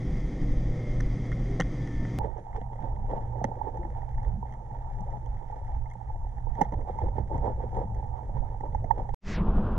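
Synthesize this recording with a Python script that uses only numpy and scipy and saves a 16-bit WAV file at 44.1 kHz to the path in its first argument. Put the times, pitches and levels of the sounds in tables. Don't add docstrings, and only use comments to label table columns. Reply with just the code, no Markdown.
import sys
import numpy as np
from scipy import signal
from scipy.fft import rfft, irfft, next_fast_len
from scipy.io import wavfile
from scipy.ndimage import uniform_filter1d, map_coordinates

SR = 44100
rng = np.random.default_rng(int(sys.argv[2]) if len(sys.argv) > 2 else 0)


def waveform_to_disk(signal):
    frames = np.transpose(np.atleast_2d(signal))
    scaled = np.clip(frames, -1, 1) * 32767
    samples = np.round(scaled).astype(np.int16)
    wavfile.write(sys.argv[1], SR, samples)


N = 431298
T = np.arange(N) / SR
COARSE_T = T[::32]
CALM_START_S, CALM_END_S = 2.18782, 9.14474


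# time in seconds, swell level in dB, relative hum level in dB.
CURRENT_LEVELS = [(0.0, -38, -38), (0.1, -24.5, -37.5), (0.33, -36, -39.5), (0.47, -24, -33.5),
                  (0.84, -33.5, -34), (0.89, -25, -41), (0.95, -28, -31.5), (1.93, -32.5, -36),
                  (1.99, -21.5, -38), (2.08, -38, -36), (2.18, -32, -38.5)]
# frequency in Hz, density in dB.
SWELL_SPECTRA = [(5.9, -28), (10, 3), (54, 1), (67, -12), (86, -20.5), (99, -23), (110, -23), (140, -47.5),
                 (240, -120)], [(5.9, -38.5), (10, -0.5), (38, -0.5), (53, 0.5), (91, -11), (110, -5.5),
                 (140, -28.5), (240, -120)]
RUSH_SPECTRUM = [(74, -28), (125, -4.5), (211, -12.5), (296, -14), (387, -19), (430, -25.5), (490, -21),
                 (631, -29), (791, -27), (933, -38.5), (1000, -55), (1300, -72), (2200, -120)]
# centre in Hz, width in Hz, gain in dB.
RUSH_RESONANCES = [(154.4, 8.3, 6.5), (195, 4.2, 3.5), (241, 11, 3.5), (352, 10, 1), (397, 10, 5.5),
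                   (501, 12, 5.5)]

def current():
    swell_db = curves(CURRENT_LEVELS)[0]
    rush = resonate(noise(RUSH_SPECTRUM, lumps_db=.7, rate=19), RUSH_RESONANCES)
    return amp(swell_db) * noise(SWELL_SPECTRA[0], lumps_db=.5, rate=7) + amp(-36) * rush


# time in seconds, base level of the swell in dB.
CALM_LEVELS = [(2.19, -28.5), (2.44, -45), (2.56, -31), (2.71, -39.5), (3.0, -29.5), (3.47, -41),
               (4.3, -28), (4.55, -40.5), (4.82, -36), (5.38, -33), (5.42, -40), (5.77, -28.5),
               (5.98, -42.5), (6.12, -31), (7.01, -34.5), (7.03, -22), (7.12, -32), (8.15, -31.5),
               (8.21, -40.5), (8.38, -28.5), (8.63, -36.5), (8.75, -24.5), (8.89, -36), (9.14, -31)]

def calm_swell(stir_db):
    swell = noise(SWELL_SPECTRA[1], lumps_db=1, rate=15)
    chop = filtered(swell, lambda hz: 1 / (1 + (59.6 / (hz + 1)) ** 6))
    chop_db = 1 + .76 * uniform_filter1d(stir_db, size=SR // 3)
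    return amp(curves(CALM_LEVELS)[0]) * (swell + chop * (amp(chop_db) - 1))


# start in seconds, cavity level in dB, cavity pitch in Hz, wall level in dB,
# thud level in dB. The levels are relative.
DULL_KNOCKS = [(1.597, -32.5, 750, -23, -18.5), (1.605, -28.5, 776, -49, -21), (2.214, -28, 884, -43, -40),
               (2.246, -32, 810, -29.5, -30), (2.36, -43, 685, -32.5, -51), (2.381, -37, 860, -41, -47),
               (2.581, -36, 780, -32.5, -39), (2.614, -38, 720, -38, -36), (2.731, -36, 895, -56, -53),
               (2.756, -44, 780, -39.5, -45), (3.095, -40, 886, -37, -48), (3.134, -28, 844, -25.5, -44),
               (3.415, -29, 700, -36, -29.5), (3.443, -21.5, 860, -27.5, -22), (3.486, -40, 764, -40, -37),
               (3.516, -30.5, 856, -56, -55), (3.551, -37.5, 820, -54, -48), (3.615, -22.5, 874, -54, -51),
               (3.671, -32, 900, -30, -43), (3.773, -32.5, 850, -50, -40), (3.85, -32, 862, -49, -35),
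               (4.18, -37, 824, -48, -32.5), (4.428, -27.5, 920, -55, -45), (4.81, -42, 880, -63, -59),
               (5.17, -42, 810, -47, -55), (5.265, -41, 840, -42.5, -55), (5.525, -32, 880, -56, -58),
               (5.615, -44, 845, -42, -51), (5.764, -44, 870, -53, -38), (6.013, -36.5, 840, -70, -58),
               (6.102, -33.5, 860, -63, -65), (6.47, -34, 880, -39, -59), (6.588, -30, 883, -40.5, -32.5),
               (6.609, -24.5, 864, -28, -28.5), (6.614, -13, 830, -28.5, -15.5),
               (6.62, -23.5, 900, -42.5, -41), (6.654, -30, 850, -62.5, -48.5), (6.724, -32, 940, -37, -26),
               (6.738, -35.5, 916, -45, -42), (6.899, -31.5, 790, -28, -44), (6.988, -23.5, 896, -48, -53),
               (7.018, -32, 875, -38, -40), (7.041, -34.5, 900, -34, -40.5),
               (7.085, -34.5, 890, -35.5, -42), (7.061, -32.5, 933, -32.5, -29),
               (7.156, -36.5, 854, -42, -37), (7.183, -24, 864, -27, -30), (7.314, -30.5, 880, -33.5, -43),
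               (7.347, -33.5, 890, -33, -26), (7.444, -29.5, 905, -39, -30), (7.478, -34.5, 975, -33, -32),
               (7.602, -36, 803, -39, -46), (7.64, -35.5, 874, -31, -42.5), (7.728, -34.5, 880, -40, -46),
               (7.768, -28, 805, -36, -28), (7.785, -33, 870, -31, -36), (7.814, -32, 905, -27.5, -50),
               (8.028, -33.5, 843, -45.5, -46.5), (8.369, -32.5, 913, -40, -46),
               (8.607, -33, 850, -44, -32), (8.637, -29, 870, -41, -50), (8.749, -23, 860, -46.5, -37.5),
               (8.843, -29, 695, -45, -33.5), (8.903, -33.5, 880, -56.5, -61),
               (8.909, -11, 887, -59.5, -57), (8.921, -32.5, 810, -62, -57),
               (9.091, -30.5, 820, -35, -55.5), (9.139, -31, 917, -38.5, -51)]
FAINT_KNOCK_SPREAD = (-38, 842, -53, -48), (-0.5, 45, 7.5, 3.5)
# mode frequency in Hz, relative level in dB, time to decay by 60 dB in seconds.
WALL_MODES = [(506.4, 2, 0.029), (420, -4.5, 0.034)]
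THUD_MODES = [(184.7, -0.32, 0.055), (265, -1.4, 0.033)]

def knocks():
    out, t = np.zeros(N + SR), np.arange(SR // 12) / SR
    rows = DULL_KNOCKS + faint_blows(*FAINT_KNOCK_SPREAD, count=60)
    chance = rng.standard_normal((len(rows), 2, 5))
    for (start, db, hz, wall_db, thud_db), (gains, shifts) in zip(rows, chance):
        knock = amp(db + .5) * pulse(t, peak_s=.0033) * np.sin(2 * np.pi * hz * t + 3 * shifts[-1])
        modes = [(f, wall_db + mode_db, t60) for f, mode_db, t60 in WALL_MODES]
        modes += [(f, thud_db + mode_db, t60) for f, mode_db, t60 in THUD_MODES]
        for (f, level_db, t60), gain, shift in zip(modes, gains, shifts):
            rise = (1 - np.exp(-t * f / 1.18)) ** 2
            decay = amp(level_db + 7.5 + 2 * gain - 60 * t / t60)
            knock += rise * decay * np.sin(2 * np.pi * f * (1 + .068 * shift) * t + 3 * shift)
        out[round((start - .0015) * SR):][:len(t)] += knock
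    return filtered(out[:N], lambda hz: 1 / (1 + (hz / 1020) ** 14))


# start in seconds, then the peaks of lid, rim and click in dB.
GRAIN_HITS = [(1.003, -34.5, -55, -48), (1.007, -37.5, -55, -41), (1.317, -35, -54, -51),
              (1.324, -37, -51, -65), (1.598, -27.5, -48, -58), (1.6015, -23.5, -36, -32),
              (1.6085, -25.5, -30, -38), (1.619, -33.5, -43, -49), (1.874, -43, -52, -50),
              (2.051, -39, -57, -57), (2.246, -49, -62, -73), (2.381, -59, -77, -70),
              (2.529, -53, -80, -80), (2.579, -58, -76, -78), (2.613, -51.5, -60, -66),
              (2.731, -58, -68, -74), (2.757, -64, -75, -78), (2.955, -70, -73, -78), (3.1, -55, -70, -72),
              (3.112, -52, -61, -69), (3.178, -57.5, -64, -74), (3.442, -32, -58, -38.5),
              (3.449, -43, -54, -55), (3.772, -55, -81, -61), (3.831, -49.5, -74, -81),
              (3.852, -53, -80, -75), (4.018, -53.5, -82, -72), (4.145, -54, -83, -69),
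              (4.181, -50, -82, -66), (4.198, -55, -80, -76), (4.229, -55, -77, -66),
              (4.248, -49, -67, -68), (4.496, -59, -76, -72), (4.524, -53, -66, -63),
              (4.538, -53, -67, -64), (5.008, -67, -80, -58), (5.117, -57, -80, -76),
              (5.261, -62, -63, -61), (5.37, -59, -82, -74), (5.858, -54, -78, -72), (5.901, -56, -67, -61),
              (5.911, -48.5, -69, -64), (5.936, -56, -74, -62), (6.382, -53, -81.5, -72),
              (6.553, -50.5, -65, -59.5), (6.613, -34, -54, -43.5), (6.617, -34.5, -46, -44),
              (6.626, -46, -61, -58), (6.636, -46.5, -66, -62), (6.646, -50.5, -65, -65),
              (6.723, -51, -64, -60), (6.739, -51, -66, -64), (6.81, -56, -76, -65), (6.986, -50, -80, -62),
              (7.018, -51, -71, -70), (7.041, -56, -78, -71), (7.085, -56, -74, -72),
              (7.183, -55, -73, -71), (7.342, -55, -74, -72), (7.38, -53, -70, -56), (7.445, -56, -74, -68),
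              (7.767, -49.5, -75, -62), (7.815, -57, -74, -71), (7.947, -56, -81, -61),
              (8.608, -51, -74, -64), (8.749, -49, -68, -57), (8.843, -52, -79, -62.5),
              (8.91, -35.5, -52, -51), (9.091, -49, -64, -63)]
# Means, then standard deviations, of those three peaks in dB.
FAINT_HIT_SPREAD = (-60.5, -82, -76.5), (0, 4, 4)
# centre in Hz, width in Hz, relative weight in dB.
LID_RESONANCES = [(1839, 370, 0), (2157, 110, -2)]
RIM_RESONANCES = [(2850, 720, -5), (3365, 380, -1.5), (3950, 320, -8)]
CLICK_RESONANCES = [(5250, 900, -5), (6140, 700, 3), (7500, 1300, -4), (10050, 1500, -6)]
FLANK_RESONANCES = [(1060, 380, -1.5), (1485, 270, -0.5)]
SNAP_RESONANCES = [(2420, 970, -0.5), (4650, 3700, 1), (10800, 6500, -7.5)]

def cracks():
    out, t = np.zeros(N + SR), np.arange(2048) / SR
    hz = np.fft.rfftfreq(len(t), 1 / SR)
    rows = GRAIN_HITS + faint_blows(*FAINT_HIT_SPREAD, count=50)

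    def scatter(db):
        return amp(db * rng.standard_normal((len(rows), 1)))

    def response(peaks):
        return sum((-1) ** k * amp(db) * scatter(1.5) * 1j * hz * width
                   / (centre ** 2 - hz ** 2 + 1j * hz * width)
                   for k, (centre, width, db) in enumerate(peaks))

    burst_t60 = .004 * scatter(4.5)
    envelope = amp(-60 * t / burst_t60) * (1 - np.exp(-t / .0002))
    bursts = rfft(rng.standard_normal((len(rows), len(t))) * envelope)
    parts = LID_RESONANCES, RIM_RESONANCES, CLICK_RESONANCES, FLANK_RESONANCES
    spectra = [bursts * response(peaks) ** 3 for peaks in parts]
    snap = response(SNAP_RESONANCES) ** 2 * np.exp(-2j * np.pi * hz * .0018)
    rings = irfft(np.array(spectra + [snap])) * np.cos(np.pi / 2 * t / t[-1]) ** 4
    rings /= np.abs(rings).max(axis=-1, keepdims=True)
    for k, (start, lid_db, rim_db, click_db) in enumerate(rows):
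        flank_db = lid_db - 6 + .23 * (lid_db + 38)
        snap_db = click_db + 1.5 + .4 * (click_db + 38.5)
        gains = amp([lid_db, rim_db, click_db, flank_db, snap_db])
        out[round((start - .001) * SR):][:len(t)] += gains @ rings[:, k]
    return out[:N]


# time in seconds, wind level in dB, relative hiss level in dB.
SHORE_LEVELS = [(9.2, -75.5, -95), (9.23, -48, -76.5), (9.282, -30, -55.5), (9.364, -27, -51.5),
                (9.424, -25, -65.5), (9.572, -23.5, -54), (9.766, -24, -52), (9.78, -24.5, -60)]
# frequency in Hz, density in dB.
WIND_SPECTRUM = [(7, -35), (12, 4.5), (43, -1.5), (107, -7), (135, -14), (205, -3.5), (240, -17.5),
                 (424, -21), (854, -26.5), (982, -24.5), (1430, -36.5), (2070, -54), (3150, -54),
                 (4200, -66.5), (6000, -74), (9000, -101), (12000, -120)]

def wind():
    return amp(curves(SHORE_LEVELS)[0]) * noise(WIND_SPECTRUM, lumps_db=1.5, rate=29)


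# frequency in Hz, density in dB.
WIND_HISS_SPECTRUM = [(780, -44), (1300, -2.5), (2000, 0.5), (3000, -8.5), (4000, -11.5), (5000, -10.5),
                      (7000, -14.5), (7800, -18.5), (12000, -34)]
# time in seconds, upper edge of the hiss in Hz.
WIND_HISS_CUTOFF = [(9.2, 8000), (9.33, 7700), (9.37, 4940), (9.41, 3200), (9.43, 1500), (9.78, 1510)]
# time in seconds, level in dB.
FIZZ_LEVELS = [(9.2, -100), (9.3, -84), (9.39, -79), (9.43, -101), (9.78, -93.5)]

def wind_hiss():
    hz, t, spectra = signal.stft(noise(WIND_HISS_SPECTRUM), SR, nperseg=512)
    cutoff_hz = np.interp(t, *np.transpose(WIND_HISS_CUTOFF))
    hiss = signal.istft(spectra / (1 + (hz[:, None] / cutoff_hz) ** 14), SR, nperseg=512)[1][:N]
    fizz = noise([(6000, -44), (8000, -8), (11000, -5), (14000, -23), (16000, -34)])
    return amp(curves(SHORE_LEVELS)[1] + 8.5) * hiss + amp(curves(FIZZ_LEVELS)[0]) * fizz


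# time of the peak in seconds, level in dB.
WATER_PUSHES = [(2.24, -42.5), (2.571, -59), (2.86, -38.5), (3.15, -41), (3.44, -45), (3.82, -42.5),
                (4.38, -44.5), (5.02, -52), (5.39, -62), (6.49, -56.5), (6.61, -44.5), (6.78, -47.5),
                (7.031, -47), (7.21, -43), (7.38, -41.5), (7.651, -46), (7.86, -46), (8.07, -48.5),
                (8.38, -43), (8.75, -44.5), (9.0, -45.5)]
# frequency in Hz, density in dB.
SURGE_SPECTRUM = [(74, -27.5), (125, -3), (136, 6.5), (145, -8.5), (193, -5), (300, -21), (390, -48),
                  (660, -120)]

def surges(slope_db_per_s=150, floor_db=-55.5):
    pushes = sum(amp(db - slope_db_per_s * np.abs(COARSE_T - s)) for s, db in WATER_PUSHES)
    envelope = np.interp(T, COARSE_T, pushes) + amp(floor_db)
    return envelope * noise(SURGE_SPECTRUM, lumps_db=3.5, rate=25)


# time in seconds, base level of the sloshing in dB.
SLOSH_LEVELS = [(2.2, -48.5), (2.5, -58.5), (3.5, -49), (3.8, -49), (4.05, -59), (5.0, -57), (6.0, -61),
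                (6.65, -57.5), (6.78, -46.5), (6.9, -55.5), (7.3, -49), (7.9, -52.5), (8.3, -56),
                (9.0, -49.5), (9.14, -62.5)]
# centre in seconds, half length in seconds, rise of the scraping in dB.
SAND_SWISHES = [(2.238, 0.036, 6.5), (2.39, 0.011, 7.5), (2.564, 0.021, 7.5), (2.865, 0.036, 6.5),
                (3.13, 0.044, 10), (3.406, 0.04, 5.5), (3.672, 0.027, 5), (6.617, 0.043, 9),
                (6.734, 0.02, 8), (6.793, 0.021, 2.5), (6.895, 0.03, 8.5), (7.044, 0.044, 7.5),
                (7.188, 0.034, 9), (7.343, 0.039, 8.5), (7.475, 0.05, 10), (7.628, 0.033, 6),
                (7.791, 0.055, 8.5), (7.96, 0.018, 3.5), (8.371, 0.029, 5), (8.651, 0.026, 7.5),
                (8.993, 0.021, 8)]
# frequency in Hz, density in dB.
SLOSH_SPECTRUM = [(170, -18), (290, -10), (361, -8.5), (430, -7), (495, -3.5), (570, -6), (650, -12.5),
                  (840, -50.5), (1430, -120)]
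SCRAPE_SPECTRUM = [(380, -41.5), (640, -12.5), (846, -1.5), (889, 0.5), (949, -7.5), (1040, -23),
                   (1300, -29.5), (1690, -63), (2860, -120)]
GRIT_SPECTRUM = [(720, -41.5), (1200, -6), (1400, -4.5), (1830, 1), (2150, -6.5), (2700, -22),
                 (3300, -15.5), (4200, -28), (5200, -24), (6050, -24), (7000, -27.5), (8500, -36),
                 (10000, -35), (11500, -47), (14375, -120)]

def sloshing_sand(slosh_db, stir_db):
    swishes = sum(db * np.exp(-((COARSE_T - s) / half) ** 4) for s, half, db in SAND_SWISHES)
    sweep_db = np.interp(T, COARSE_T, swishes)
    drift_db = 1.6 * wobble(11)
    slosh = noise(SLOSH_SPECTRUM, lumps_db=3, rate=40, grains=.41)
    scrape = noise(SCRAPE_SPECTRUM, lumps_db=2.5, rate=36, grains=.49)
    grit = noise(GRIT_SPECTRUM, lumps_db=1.5, rate=44, grains=.75)
    return (amp(slosh_db + 1.33 * sweep_db + drift_db) * slosh
            + amp(-48.5 + .21 * stir_db + sweep_db + drift_db) * scrape
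            + amp(-71.5 + .071 * stir_db + .86 * sweep_db + 1.3 * drift_db) * grit)


# start in seconds, first pitch in Hz, peak in dB.
LARGE_BUBBLES = [(3.786, 335, -38), (3.839, 325, -42), (4.325, 167, -35.5), (4.374, 191, -37),
                 (5.0, 172, -35.5)]

def gurgles(peak_s=.014):
    out, t = np.zeros(N), T[:SR // 4]
    for start, hz, db in LARGE_BUBBLES:
        phase = 2 * np.pi * hz * t * (1 + .034 * t / (4 * peak_s))
        out[round(start * SR):][:len(t)] += amp(db) * pulse(t, peak_s) * np.sin(phase)
    return out


# frequency in Hz, density in dB.
SHOWER_SPECTRUM = [(2000, -38), (2700, -10), (3600, -2), (4600, -11), (6100, 2), (7500, -16), (9000, -26),
                   (12000, -70)]

def sand_shower(start_s=6.618, t60=.14):
    envelope = (T > start_s) * amp(-63 - 60 * np.abs(T - start_s) / t60)
    return envelope * noise(SHOWER_SPECTRUM, lumps_db=2, rate=110)


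def hum(db, sway_db, hz=119.3):
    phase = 2 * np.pi * np.cumsum(hz + 1.3 * wobble(10)) / SR
    return amp(db + sway_db * wobble(4) + 1.5 * wobble(15)) * np.sqrt(2) * np.sin(phase)


# pitch in Hz, level in dB, start in seconds, end in seconds.
DRONE_TONES = [(291.2, -46.5, -.2, 2.3), (241, -46.5, .05, 0.58), (471, -52.5, .25, 1.0),
               (510, -53.5, .5, 1.07), (597, -59, 0.46, 1.4), (392, -45, 1.326, 1.59),
               (2120, -60.5, 0.75, 1.43), (1780, -57.5, 1.74, 2.12), (2125, -66, 1.9, 2.6),
               (920, -61, 1.7, 2.6)]

def drone():
    t = T[T < CALM_START_S]
    out = np.zeros(N)
    for hz, db, start, end in DRONE_TONES:
        level = amp(db + 4.2 * wobble(6.22, t))
        fade = np.clip(np.minimum(t - start, end - t) / .049, 0, 1)
        phase = 2 * np.pi * np.cumsum(hz + 1.5 * wobble(5, t)) / SR
        out[:len(t)] += level * fade * np.sin(phase)
    return out


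# frequency in Hz, density in dB.
HISS_SPECTRUM = [(570, -43), (950, -2.5), (1280, -8), (1600, -11), (2050, 1), (2720, -20.5), (3350, -14),
                 (4200, -22), (4900, -19), (6200, -18.5), (7500, -26), (8700, -35), (10000, -34),
                 (11500, -64), (14375, -120)]
# centre in Hz, width in Hz, gain in dB.
SHELL_RESONANCES = [(1123, 34, 3.5), (1290, 18, 7.5), (1830, 20, 9.5), (2120, 14, 6), (3150, 76, 5.5),
                    (3350, 46, 6.5), (4840, 58, 9.5), (5480, 46, 7.5), (6140, 120, 6)]

def shell_hiss():
    hiss = resonate(noise(HISS_SPECTRUM, lumps_db=.5, rate=30, grains=.2), SHELL_RESONANCES)
    return amp(-55 + .27 * wobble(29)) * hiss


TICK_PHASES = [(.035, .34), (.28, .585)]

def ticks(phases, db, cycle_hz=59.94):
    cycle = T * cycle_hz % 1
    gate = sum(np.exp(-((cycle - phase) / .021) ** 2) for phase in phases)
    hiss = noise([(7000, -44.5), (9000, 10.5), (10800, -5), (11500, -66)])
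    blip = np.sin(2 * np.pi * 9890 * T) + .5 * hiss
    return amp(db + .89 * wobble(40)) * gate * blip


# frequency in Hz, density in dB.
PREAMP_SPECTRUM = [(2000, -38.5), (2700, -9), (3300, -8), (4200, -11), (5200, -9.5), (6050, -1),
                   (7000, -4.5), (8500, -11.5), (10000, -13), (11500, -32), (14000, -66.5)]

def preamp_hiss():
    return amp(-83.5) * noise(PREAMP_SPECTRUM)


# frequency in Hz, level difference in dB, phase lead in radians.
PORT_DIFFERENCES = [(60, -3, 0.1), (130, 0, -0.07), (250, -4.5, 0.6), (500, -8, 0.9), (700, -11.5, 1),
                    (870, -17, 1.45), (1000, -12.5, 1), (1120, -10, -1.5), (1350, -8.5, -2),
                    (1800, -0.5, -1.5), (2600, 3, -1.4), (4000, 2, -1.3), (5000, 9, 1.5), (6500, 23, -1),
                    (9000, 29, 2)]
# frequency in Hz, density in dB.
SIDE_SPECTRUM = [(10, -12.5), (60, 2), (120, -3.5), (200, -20.5), (400, -36.5), (1000, -40), (1500, -49.5),
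                 (2500, -64.5), (4000, -57), (7000, -60), (10500, -73.5), (12000, -100)]
# frequency in Hz, share that wanders between the ports in dB.
WANDERING_SHARE = [(30, -10), (70, -17), (160, -8), (240, -18.5), (350, -8), (500, -18.5), (870, -23),
                   (1100, -14), (1600, -10.5), (2200, -13.5), (3500, -7.5), (6000, -8.5), (10000, -14)]

def ports(mid):
    def response(hz):
        lead = along(PORT_DIFFERENCES, hz, column=2)
        ratio = amp(along(PORT_DIFFERENCES, hz)) * np.exp(1j * lead)
        return 2 / (1 + ratio) * np.array([ratio, np.ones(len(hz))])

    side = amp(curves(CALM_LEVELS)[0] - 16.5) * noise(SIDE_SPECTRUM)
    side += filtered(mid * wobble(12), lambda hz: amp(along(WANDERING_SHARE, hz)))
    return filtered(mid, response) + side * [[1], [-1]]


def amp(db):
    return 10 ** (np.asarray(db) / 20)


def unit(x):
    return x / np.sqrt(np.mean(x ** 2) + 1e-20)


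def pulse(t, peak_s):
    return (t / peak_s * np.exp(1 - t / peak_s)) ** 2


def along(points, hz, column=1):
    columns = np.transpose(points)
    return np.interp(np.log(hz + 1), np.log(columns[0] + 1), columns[column])


def curves(rows):
    times, *columns = np.transpose(rows)
    return [np.interp(T, times, column) for column in columns]


def wobble(rate, t=T):
    knots = rng.standard_normal(int(len(t) * rate / SR) + 4)
    return np.interp(t, t[::32], map_coordinates(knots, [t[::32] * rate]))


def filtered(x, response):
    size = next_fast_len(N + 8192)
    return irfft(rfft(x, size) * response(np.fft.rfftfreq(size, 1 / SR)), size)[..., :N]


def resonate(x, peaks):
    def gain(hz):
        return amp(sum(db * np.exp(-((hz - centre) / width) ** 2) for centre, width, db in peaks))
    return unit(filtered(x, gain))


def noise(spectrum, lumps_db=0., rate=20., grains=0.):
    sparse = rng.standard_normal(N) * (rng.random(N) < 150 / SR)
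    drive = rng.standard_normal(N) + grains * unit(sparse)
    drive *= amp(lumps_db * wobble(rate))
    return unit(filtered(drive, lambda hz: amp(along(spectrum, hz))))


def faint_blows(mean, scatter, count):
    rows = mean + rng.standard_normal((count, len(mean))) * scatter
    return [(start, *row) for start, row in zip(rng.uniform(CALM_START_S, CALM_END_S, count), rows)]


END_CLICKS = [(.09, .08), (.021, .015)]

def scene():
    blows = knocks() + cracks()
    flow = current() + shell_hiss() + hum(curves(CURRENT_LEVELS)[1] - .5, sway_db=.5) + drone()
    flow += ticks(TICK_PHASES[0], db=-72)

    slosh_db = curves(SLOSH_LEVELS)[0]
    stir_db = slosh_db - np.mean(SLOSH_LEVELS, axis=0)[1]
    calm = calm_swell(stir_db) + surges() + sloshing_sand(slosh_db, stir_db) + gurgles()
    calm += sand_shower() + hum(-45, sway_db=3) + ticks(TICK_PHASES[1], db=-78) + preamp_hiss()

    flow_end, calm_end = [np.exp(-np.abs(T - s) / .0015) for s in (CALM_START_S, CALM_END_S)]
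    flow = (flow + blows) * (1 - flow_end) + np.outer(END_CLICKS[0], flow_end)
    calm = ports(calm + blows) * (1 - flow_end) * (1 - calm_end) + np.outer(END_CLICKS[1], calm_end)
    underwater = np.where(T < CALM_START_S, flow, calm) * (T < CALM_END_S)
    shore = (wind() + wind_hiss()) * np.clip((T - 9.205) / .044, 0, 1)
    return underwater + shore


def record(dry):
    return filtered(dry, lambda hz: hz < 15800)


dry = scene()
out = record(dry)
waveform_to_disk(out)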